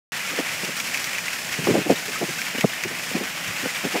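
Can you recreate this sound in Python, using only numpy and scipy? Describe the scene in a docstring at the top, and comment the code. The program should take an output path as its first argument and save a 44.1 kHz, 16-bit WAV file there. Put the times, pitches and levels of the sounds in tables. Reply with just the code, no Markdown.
"""Steel side deck of a ship under way. Water gushes from tank vents and lands in lumps,
bursting into drops, ringing bubbles and spray. Ship and sea drone low underneath.
Wind eddies buffet the microphone in short, blunt thumps.
Big lumps of water slap the plating: a crack, then a scatter of drops."""
import sys
import numpy as np
from scipy import signal
from scipy.fft import rfft, irfft
from scipy.io import wavfile
from scipy.ndimage import uniform_filter1d

SR = 44100
rng = np.random.default_rng(int(sys.argv[2]) if len(sys.argv) > 2 else 0)


def bounce(signal):
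    """Save signal as a 16-bit WAV file at the path given by the first command-line argument."""
    frames = np.transpose(np.atleast_2d(signal))
    limited = np.clip(frames, -1, 1)
    pcm = np.round(limited * 32767).astype(np.int16)
    wavfile.write(sys.argv[1], SR, pcm)


N = 176400


def undb(db):
    """Decibels to gain."""
    return 10 ** (np.asarray(db) / 20)


def unit(x):
    """Scale to rms 1."""
    return x / np.sqrt(np.mean(x ** 2) + 1e-18)


def colour(x, points, shift=1):
    """Causal filter of unit power gain through (Hz, dB) points; shift scales their frequencies."""
    hz, db = np.array(points).T
    n = 2 * len(x)
    bins_hz = np.arange(n // 2 + 1) * SR / n
    gain = unit(undb(np.interp(np.log(bins_hz + 1), np.log(hz * shift), db)))
    cepstrum = irfft(np.log(gain))
    cepstrum[1:n // 2] *= 2  # fold to minimum phase
    cepstrum[n // 2 + 1:] = 0
    return irfft(rfft(x, n) * np.exp(rfft(cepstrum)))[:len(x)]


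def walk(rate_hz):
    """Smooth random wander, rms 1."""
    span = int(SR / rate_hz)
    smoothed = uniform_filter1d(rng.standard_normal(N), span, mode="wrap")
    return unit(uniform_filter1d(smoothed, span, mode="wrap"))


def impacts(per_s, spread_db):
    """Impulses of random time and size."""
    hits = rng.random(N) < per_s / SR
    return hits * undb(spread_db * np.clip(rng.standard_normal(N), -2.5, 2.5))


def fade(x, decay_s):
    """Exponential tail on each impulse."""
    return signal.lfilter([1], [1, -np.exp(-1 / (decay_s * SR))], x)


def mix(a, b, share):
    """Blend; share is b's fraction of the power."""
    share = np.clip(share, 0, 1)
    return np.sqrt(1 - share) * unit(a) + np.sqrt(share) * unit(b)


def lumps(steady_s=0.14):
    """Power of the landing water, mean about 1: each lump arrives at once and drains away."""
    power = fade(impacts(per_s=130, spread_db=4) ** 2, decay_s=0.014) + 1e-9
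    # the vents deliver about the same amount in any span of steady_s
    return power / uniform_filter1d(power, int(steady_s * SR))


def patter(wash_share):
    """Separate drop impacts in a wash of drops too fine to tell apart."""
    drops = impacts(per_s=5000, spread_db=2.5) * np.sign(rng.standard_normal(N))
    return mix(drops, rng.standard_normal(N), wash_share)


def bubbles(median_hz=2189, spread_oct=0.3, decay_cycles=17.2, rise_per_decay=0.0346, size=2048):
    """Air trapped in the water on deck rings briefly, rising in pitch."""
    out = np.zeros(N + size)
    t = np.arange(size) / SR
    births = impacts(per_s=350, spread_db=7)
    octaves = spread_oct * rng.standard_normal(N)
    for i in np.flatnonzero(births):
        hz = min(median_hz * 2 ** octaves[i], 7800)
        age = t * hz / decay_cycles
        phase = 2 * np.pi * hz * t * (1 + rise_per_decay * age / 2)
        out[i:i + size] += births[i] * np.exp(-age) * np.sin(phase)
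    return unit(out[:N])


def stream(splash_surge=0.52, spray_surge=0.45):
    """Falling water: splash, bubbles and spray surge with the same lumps, over an even pour."""
    # stream envelope (time [s], body gain [dB], spray gain [dB])
    flow = [(0.15, -30.5, -35), (0.29, -29.5, -34.5), (0.43, -28.5, -34.5), (0.57, -31, -34.0),
            (0.71, -31.5, -34.5), (0.85, -31.5, -33.0), (0.99, -29.5, -32.5), (1.13, -31, -34.5),
            (1.27, -31, -34.5), (1.41, -31.5, -33.5), (1.55, -31, -34.0), (1.69, -28.5, -32),
            (1.83, -30, -36), (1.97, -31, -34), (2.11, -32, -34), (2.25, -31.5, -34.5),
            (2.39, -32.0, -33.5), (2.53, -30.5, -35.5), (2.67, -32.5, -35.5), (2.81, -31.5, -37.5),
            (2.95, -32.5, -36.5), (3.09, -31.5, -34), (3.23, -30.5, -36), (3.37, -31.5, -36.5),
            (3.51, -30.5, -35.5), (3.65, -30.0, -34), (3.79, -30, -34.5), (3.93, -28.5, -34.0)]
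    # splash and spray spectra (frequency [Hz], relative density [dB])
    splash_spectrum = [(40, -39), (300, -26.5), (600, -11), (1000, -6.5), (1500, -2.5), (2000, 0.5),
                       (2450, 1), (2900, -2.5), (3600, -9.5), (6000, -25.5)]
    spray_spectrum = [(100, -50), (1500, -29), (3000, -6), (4000, -4), (5300, 0.5), (6100, -2.5),
                      (7200, -2), (9000, -8), (12000, -10.5), (15500, -14)]
    t = np.arange(N) / SR
    time_s, body_db, spray_db = np.array(flow).T
    power = lumps()
    heavy = np.sqrt(1 + splash_surge * (power - 1))  # surge: share of power arriving in lumps
    fine = np.sqrt(1 + spray_surge * (power - 1))
    splash = undb(-0.5) * colour(heavy * patter(wash_share=0.25), splash_spectrum)
    body = splash + undb(-7) * heavy * bubbles()
    spray = undb(0.32) * colour(fine * patter(wash_share=0.53), spray_spectrum)
    return body * undb(np.interp(t, time_s, body_db)) + spray * undb(np.interp(t, time_s, spray_db))


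def drone(level_db=-40.5, waver_db=0.7):
    """Low, wavering rumble of the ship and the sea along its hull."""
    # rumble spectrum (frequency [Hz], relative density [dB])
    spectrum = [(20, -52), (32, -43), (50, -26.5), (80, -17), (105, -10.5), (130, -6.5), (175, -1),
                (240, -5), (400, -11), (550, -6.5), (800, -9), (1600, -26)]
    gain = undb(level_db + waver_db * walk(rate_hz=7.2))
    return gain * colour(rng.standard_normal(N), spectrum)


def wind(lopside=0.26, push_s=0.005, size=8192):
    """Each eddy swells fast on the microphone and dies slower; short ones are more push than flutter."""
    # eddies (peak time [s], length [s], level [dB], spectrum shift [octaves])
    buffets = [(0.334, 0.054, -37, 0.19), (0.39, 0.019, -21.5, 0.31), (0.637, 0.016, -29, 0.056),
               (.687, .02, -33, 0.17), (1.51, 0.035, -46, -1.2), (1.592, 0.015, -24, -0.38),
               (1.64, 0.064, -33, -0.54), (1.672, 0.0068, -17, 0.75), (1.686, 0.024, -16.5, -0.22),
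               (1.71, .03, -18, -0.28), (1.755, 0.036, -17, 0.12), (1.785, 0.022, -21.5, -0.25),
               (1.814, 0.013, -28.5, -0.34), (1.867, 0.018, -23, 0.22), (1.902, 0.018, -11, -0.0069),
               (1.924, 0.017, -19, 0.055), (2.09, 0.038, -36.5, -.1), (2.223, 0.022, -21, 0.21),
               (2.293, 0.02, -31.5, -0.43), (2.549, 0.017, -30.5, 0.18), (2.584, 0.011, -25.5, -.1),
               (2.643, 0.0087, -9, 0.014), (2.856, 0.016, -27, -0.54), (2.914, 0.024, -35, -0.28),
               (3.115, 0.0094, -31.5, 0.12), (3.15, 0.012, -19.5, -0.13), (3.166, 0.027, -26.5, -.1),
               (3.211, 0.033, -29, -0.012), (3.481, 0.026, -36, -1.2), (3.636, 0.024, -31, -0.2),
               (3.659, 0.012, -23, 0.056), (3.851, 0.025, -23, 0), (3.957, 0.03, -22.5, 0.52)]
    # buffet spectrum (frequency [Hz], relative density [dB])
    spectrum = [(20, -52), (45, -27), (80, -36), (125, -5.5), (190, 1.5), (260, 4.5), (350, -0.5), (480, 0),
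                (650, -6.5), (900, -18), (1400, -26.5), (3500, -50)]
    out = np.zeros(N + 2 * size)
    t = (np.arange(size) - size // 2) / SR
    push = 1.0 * (t == 0)
    for time_s, length_s, level_db, shift_oct in buffets:
        width_s = length_s * (1 + lopside * np.sign(t))
        swell = np.exp(-2 * (t / width_s) ** 2)
        flutter = swell * rng.standard_normal(size)
        pressure = mix(flutter, push, share=push_s / length_s)
        thump = unit(colour(pressure, spectrum, shift=2.0 ** shift_oct))
        i = int(time_s * SR) - size // 2
        out[i:i + size] += undb(level_db) * thump * np.sqrt(np.mean(swell ** 2))
    return out[:N]


def burst(hits, crack_db=20, decay_s=0.0072):
    """Each hit cracks, crack_db above the short scatter of drops that follows."""
    scatter = fade(hits, decay_s) * rng.standard_normal(N)
    return undb(crack_db) * hits + scatter


def slaps():
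    """Big lumps hit the plating, each with a mid-range body and a bright spray."""
    # slaps on deck (time [s], body gain [dB], spray gain [dB])
    hits = [(.4925, -26, -42), (.6485, -42, -26.5), (.8005, -27, -23.5), (.9448, -19, -30),
            (.9735, -26, -26), (1.0425, -38, -24.5), (1.1838, -23.5, -30.5), (1.282, -23, -30),
            (1.54, -24, -36), (2.417, -23.5, -28.5), (2.466, -24.5, -35), (2.6093, -22, -23.5),
            (2.8372, -22, -25.5)]
    # slap body and spray spectra (frequency [Hz], relative density [dB])
    body_spectrum = [(100, -54), (1000, -18.5), (1500, -6), (1900, 1.5), (2400, 8.5), (2900, -3.5),
                     (3600, -15), (7000, -36.5)]
    spray_spectrum = [(500, -30), (2500, 7), (4000, 0), (5500, 5), (7500, -2), (9000, -10.5), (15000, -9)]
    body, spray = np.zeros((2, N))
    for time_s, body_db, spray_db in hits:
        i = int(time_s * SR)
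        body[i], spray[i] = undb(body_db), undb(spray_db)
    return colour(burst(body), body_spectrum) + colour(burst(spray), spray_spectrum)


def scene():
    """Water, wind and ship at one microphone."""
    return (stream() + slaps() + wind() + drone())[None]


def record(dry, start_s=0.12, top_hz=15600):
    """Silence until start_s; steep low-pass at top_hz."""
    running = np.arange(N) / SR >= start_s
    lowpass = signal.ellip(12, 0.1, 80, top_hz, fs=SR, output="sos")
    return signal.sosfilt(lowpass, dry * running)


dry = scene()
out = record(dry)
bounce(out)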